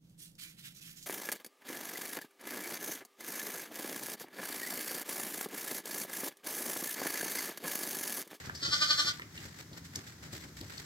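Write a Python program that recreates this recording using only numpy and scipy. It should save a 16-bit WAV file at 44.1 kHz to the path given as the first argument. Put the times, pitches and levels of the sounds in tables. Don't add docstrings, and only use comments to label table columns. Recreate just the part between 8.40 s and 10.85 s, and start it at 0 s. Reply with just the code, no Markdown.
import sys
import numpy as np
from scipy import signal
from scipy.fft import rfft, irfft
from scipy.io import wavfile
from scipy.ndimage import map_coordinates

SR = 44100
rng = np.random.default_rng(int(sys.argv[2]) if len(sys.argv) > 2 else 0)


def pcm_store(signal):
    levels = np.round(np.clip(np.atleast_2d(signal), -1, 1) * 32767)
    wavfile.write(sys.argv[1], SR, levels.astype(np.int16).T)


N = 108045
FFT_SIZE, TOP_HZ = 2 ** 17, 15850
FLOCK_LAG_S = -.00022


def undb(db):
    return 10 ** (np.asarray(db) / 20)


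def unit(x):
    return x / np.sqrt(np.mean(x ** 2) + 1e-20)


def colour(x, points):
    hz, db = np.array(points, float).T
    freqs = np.maximum(np.fft.rfftfreq(FFT_SIZE, 1 / SR), 1)
    cepstrum = irfft(np.log(undb(np.interp(np.log(freqs), np.log(hz), db))))
    cepstrum[1:FFT_SIZE // 2] *= 2
    cepstrum[FFT_SIZE // 2 + 1:] = 0
    return irfft(rfft(x, FFT_SIZE) * np.exp(rfft(cepstrum)), FFT_SIZE)[..., :N]


def lowpass(x, hz, order=2):
    return signal.sosfiltfilt(signal.butter(order, hz, fs=SR, output="sos"), x)


def flutter(hz):
    return unit(lowpass(rng.standard_normal(2 * N), hz)[N // 2:N // 2 + N])


def late(x, seconds):
    return map_coordinates(x, [np.arange(N) - seconds * SR], order=3)


def mic_pair(x, lag_s):
    return np.array([x, late(x, lag_s)])


def burst(t, rise_s, decay_s):
    return np.exp(-(np.minimum(t, 0) / rise_s) ** 2 - np.maximum(t, 0) / decay_s)


def air():
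    # f/Hz, relative level/dB
    spectrum = [(25, -41), (45, -37), (65, -3.5), (82, 4), (105, 0.5), (135, -1), (163, 4.5), (195, -6.5),
                (280, -6.5), (550, -21), (1200, -20), (2000, -20.5), (2600, -29), (5000, -23.5),
                (7900, -27), (9500, -34.5), (13500, -32.5), (15500, -37)]
    mid, side = colour(rng.standard_normal((2, N)), spectrum)
    side = side - 0.91 * lowpass(side, hz=900, order=1)
    swell = undb(0.13 * flutter(hz=24))
    return undb(-52.5) * swell * (mid + np.array([side, -side])) / np.std(mid)


def yard(x, t60_s=0.21, build_s=0.0019):
    t = np.arange(N // 3) / SR
    noise = rng.standard_normal((2, len(t)))
    low = lowpass(noise, hz=6300)
    treble = (noise - low) * np.exp(-t / 0.035)
    fade = np.exp(-np.log(1000) * t / t60_s)
    tail = (low + treble) * fade * (1 - np.exp(-(t / build_s) ** 2))
    tail /= np.sqrt(np.sum(tail ** 2, axis=1, keepdims=True))
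    return signal.fftconvolve(x[None], tail, axes=1)[:, :N]


def stones(x, spread_s=0.001116, grain_hz=443.5, mic_spread_rad=.6):
    freqs = np.fft.rfftfreq(FFT_SIZE, 1 / SR)
    knots = rng.standard_normal((200, 3)).T
    delay, left, right = (np.interp(freqs / grain_hz, np.arange(len(k)), k) for k in knots)
    turn = 2 * np.pi * np.cumsum(spread_s * delay) * freqs[1] + mic_spread_rad * np.array([left, right])
    return irfft(rfft(x, FFT_SIZE) * np.exp(-1j * turn), FFT_SIZE)[:, :N]


def wall_echo(x):
    # f/Hz, level/dB
    hollows = [(300, 2.5), (1180, -5), (1420, 8.5), (1700, 2), (3000, 3), (4500, -6), (8000, 5), (16000, 3)]
    echo = late(colour(x, hollows), seconds=.0232)
    return undb(-8.5) * stones(mic_pair(echo, lag_s=-0.00021))


def hooves(t, rise_s=0.0064, decay_s=0.046):
    # t/s, level/dB
    thuds = [(0.072, -45), (.13, -52), (0.221, -46.5), (0.28, -47), (0.638, -45.5), (0.789, -50.5),
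             (0.982, -53.5), (1.047, -50.5), (1.19, -52.5), (1.314, -46.5), (1.561, -45.5), (1.862, -49),
             (1.927, -45), (2.043, -51), (2.208, -44), (2.392, -52)]
    # f/Hz, relative level/dB
    earth = [(25, -47), (48, -17), (75, 1.5), (140, 0.5), (200, -5.5), (310, -3.5), (450, -12), (900, -18),
             (3000, -68)]
    weight = sum(undb(db) * burst(t - at - rise_s, rise_s, decay_s) for at, db in thuds)
    return weight * unit(colour(rng.standard_normal(N), earth))


def weeds_and_hisses(t, grains_per_s=5000, spread_db=1.5, crunch_db=2.5):
    # (the hisses, at 0.155 and 0.768 s, are perhaps the lamb's breath)
    swells = [(0.014, 0.041, 0.031, -48, -1.5), (.06, 0.02, 0.067, -46.5, -5),
              (.155, 0.016, 0.16, -59.5, 7), (0.768, 0.049, 0.043, -49, 0),
              (0.981, 0.047, 0.026, -48.5, 0.5), (1.06, 0.045, 0.039, -46.5, 0.5),
              (1.209, 0.043, 0.021, -47, 0), (1.376, 0.032, 0.021, -48, 0), (1.46, 0.017, 0.021, -56.5, 7),
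              (1.562, 0.033, 0.13, -50, -1.5), (1.674, 0.0088, 0.023, -53, 4),
              (1.838, 0.015, 0.044, -49.5, -1), (1.933, 0.014, 0.075, -47, 4.5),
              (2.049, 0.024, 0.013, -53.5, -5.5), (2.17, 0.0028, 0.12, -51.5, 4),
              (2.302, 0.0057, 0.058, -50.5, -6), (2.38, 0.072, 0.077, -53.5, 4)]
    # f/Hz, relative level/dB
    spectrum = [(100, -5.5), (400, 0.5), (900, -3), (1900, 4.5), (2700, -3.5), (4600, -0.5), (6500, -5),
                (8000, 1), (8800, -13), (10500, -13.5), (13000, -11.5), (16000, -18)]
    grains = (rng.random((3, N)) < grains_per_s / SR) * rng.standard_normal((3, N))
    grains *= undb(spread_db * rng.exponential(size=(3, N)))
    crackle = unit(colour(mic_pair(grains[0], FLOCK_LAG_S) + 2.5 * grains[1:], spectrum))
    crackle = unit(crackle * undb(crunch_db * flutter(hz=67)))
    dull = lowpass(crackle, hz=1900, order=1)
    bright = crackle - dull
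    return sum(burst(t - at, rise, decay) * undb(db) * (dull * undb(-tilt) + bright * undb(tilt))
               for at, rise, decay, db, tilt in swells)


def grit_and_hiss(t, rise_s=0.00064):
    # t/s, level/dB, centre f/Hz, decay/s, half width/octaves
    bursts = [(0.059, -41.5, 5360, 0.0045, 0.44), (0.0971, -26, 1480, 0.0014, 0.33),
              (0.151, -41, 5100, 0.027, 0.23), (0.797, -36, 1230, 0.0022, 1),
              (0.82, -35.5, 1892, 0.0023, 0.38), (.977, -35.5, 2670, 0.004, 0.39),
              (1.331, -48.5, 4320, 0.0077, .5), (1.557, -32.5, 4470, 0.0015, 0.84),
              (1.5597, -26, 5800, 0.0013, 0.53), (2.2125, -36.5, 4040, 0.002, 0.93),
              (2.381, -38, 4520, 0.0022, 0.3)]
    octave = np.log2(np.maximum(np.fft.rfftfreq(N, 1 / SR), 1))
    sound = np.zeros(N)
    for at, db, hz, decay, width in bursts:
        resonance = 1 / (1 + ((octave - np.log2(hz)) / width) ** 2)
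        ring = unit(irfft(rfft(rng.standard_normal(N)) * resonance, N))
        sound += undb(db) * burst(t - at, rise_s, decay) * ring
    return sound


def direct_path(x):
    # f/Hz, lead/rad
    lead = [(0, -1), (1800, 1.56), (2200, 3), (4500, 6.5), (16000, 20)]
    turn = np.interp(np.fft.rfftfreq(FFT_SIZE, 1 / SR), *np.array(lead).T)
    right = irfft(rfft(x, FFT_SIZE) * np.exp(-1j * turn), FFT_SIZE)[:N]
    return np.array([x, right])


def breath(phase, effort, from_middle_s, growth_db_per_s=10):
    # f/Hz, relative level/dB
    rasp_spectrum = [(200, -47), (500, -5.5), (900, -16), (1400, -0.5), (2000, 0), (2700, -16), (3300, -1),
                     (4500, 3.5), (5300, 3), (6200, 2), (7900, -3), (8600, -14.5), (13000, -24),
                     (16000, -38)]
    # f/Hz, relative level/dB
    hiss_spectrum = [(4000, -38), (8500, 1), (12500, 8), (16000, -21)]
    puffs = rng.standard_normal(N) * np.exp(-(phase % 1) / 0.77)
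    rasp = unit(colour(puffs, rasp_spectrum)) * undb(-8.5 - 7.4 * (1 - effort))
    hiss_db = -26.5 + growth_db_per_s * from_middle_s - 4 * (1 - effort)
    return rasp, unit(colour(puffs, hiss_spectrum)) * undb(hiss_db)


def mouth(x, offset, centres_hz, strengths_db, width_hz=174, blend_s=0.033):
    share = np.exp(-np.minimum((offset / blend_s) ** 2, 20))
    share /= share.sum(axis=0)
    rings = [undb(db) * signal.lfilter(*signal.iirpeak(hz, hz / width_hz, fs=SR), x)
             for hz, db in zip(centres_hz, strengths_db)]
    return x + np.sum(share * rings, axis=0)


def lamb(t):
    # centre t/s, top pitch f/Hz, relative level/dB, half width/s,
    # low throat resonance lift/dB, mouth resonance f/Hz, its strength/dB
    throbs = [(.235, 279, -8.5, 0.011, -4.5, 4540, 5.5), (.260, 282.1, -7.5, .013, 0, 4650, 5.5),
              (0.335, 297.5, -2, 0.018, -1.5, 4660, 3.5), (0.425, 303, -1, 0.015, 1.5, 4770, 5.5),
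              (.511, 303.6, -2, 0.018, -0.5, 4490, 9.5), (0.598, 300.2, -0.5, 0.018, -1, 4205, 0.5),
              (.680, 295.7, -4.5, 0.024, -1, 4800, -1)]
    # f/Hz, relative level/dB
    throat = [(200, -24.5), (300, -15), (600, -16), (1030, -18), (1195, 0.5), (1290, 3.5), (1390, 1.5),
              (1500, -0.5), (1640, -13.5), (1800, -8), (2080, -6.5), (2230, -18), (2400, -6), (2750, -22),
              (3000, -3), (3300, -1.5), (3600, 1), (3750, -6), (4220, 0.5), (4510, -1.5), (4800, -3.5),
              (5400, -1), (5800, -9.5), (6600, -14), (7900, -15.5), (8500, -22), (10500, -39), (16000, -43)]
    start_s, end_s, attack_s, release_s = 0.196, 0.705, 0.025, 0.0073
    sag_hz, sag_width_s, slack_db = 43.67, .034, -14.5
    jitter, slack_jitter, shimmer_db = .0045, .02, 1.2
    at, top_hz, db, width, low_db, mouth_hz, mouth_db = np.array(throbs).T
    offset = t - at[:, None]
    effort = np.exp(-(np.abs(offset) / width[:, None]) ** 2.45).max(axis=0)
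    sag = 1 - np.exp(-(offset / sag_width_s) ** 2).max(axis=0)
    wobble, shimmer = (unit(lowpass(rng.standard_normal(N), hz=116)) for _ in range(2))
    pitch_hz = (np.interp(t, at, top_hz) - sag_hz * sag) * (1 + (jitter + slack_jitter * sag) * wobble)
    phase = np.cumsum(pitch_hz) / SR
    pulses = unit(sum(np.cos(2 * np.pi * k * phase) for k in range(1, int(TOP_HZ / top_hz.max()))))
    voice = unit(colour(pulses * undb(shimmer_db * shimmer), throat)) * undb(slack_db * (1 - effort))
    low_gain = undb(np.interp(t, at, low_db) - 4.2 * sag)
    voice += lowpass(voice, hz=2700, order=4) * (low_gain - 1)
    rasp, hiss = breath(phase, effort, t - at.mean())
    gate = np.clip((t - start_s) / attack_s, 0, 1) * np.clip((end_s - t) / release_s, 0, 1)
    level = gate * undb(-24.5 + np.interp(t, at, db))
    return level * (mouth(voice + rasp, offset, mouth_hz, mouth_db) + hiss)


def scene():
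    t = np.arange(N) / SR
    bleat, bursts = lamb(t), grit_and_hiss(t)
    call = stones(direct_path(bleat)) + wall_echo(bleat)
    flock = mic_pair(bursts + hooves(t), FLOCK_LAG_S) + weeds_and_hisses(t)
    reverb = undb(-6.5) * yard(bleat + undb(-2.5) * bursts)
    return call + flock + reverb + air()


def record(dry):
    # f/Hz, level/dB
    shading = [(60, -2), (300, 0), (700, -5), (1500, 1), (2100, 1), (4400, -0.5), (6300, 0), (7300, -2),
               (8200, -22.5), (9500, -4.5), (12000, 1.5), (16000, 0)]
    heard = np.array([dry[0], colour(dry[1], shading)])
    return signal.sosfilt(signal.ellip(10, .2, 80, TOP_HZ, fs=SR, output="sos"), heard)


dry = scene()
out = record(dry)
pcm_store(out)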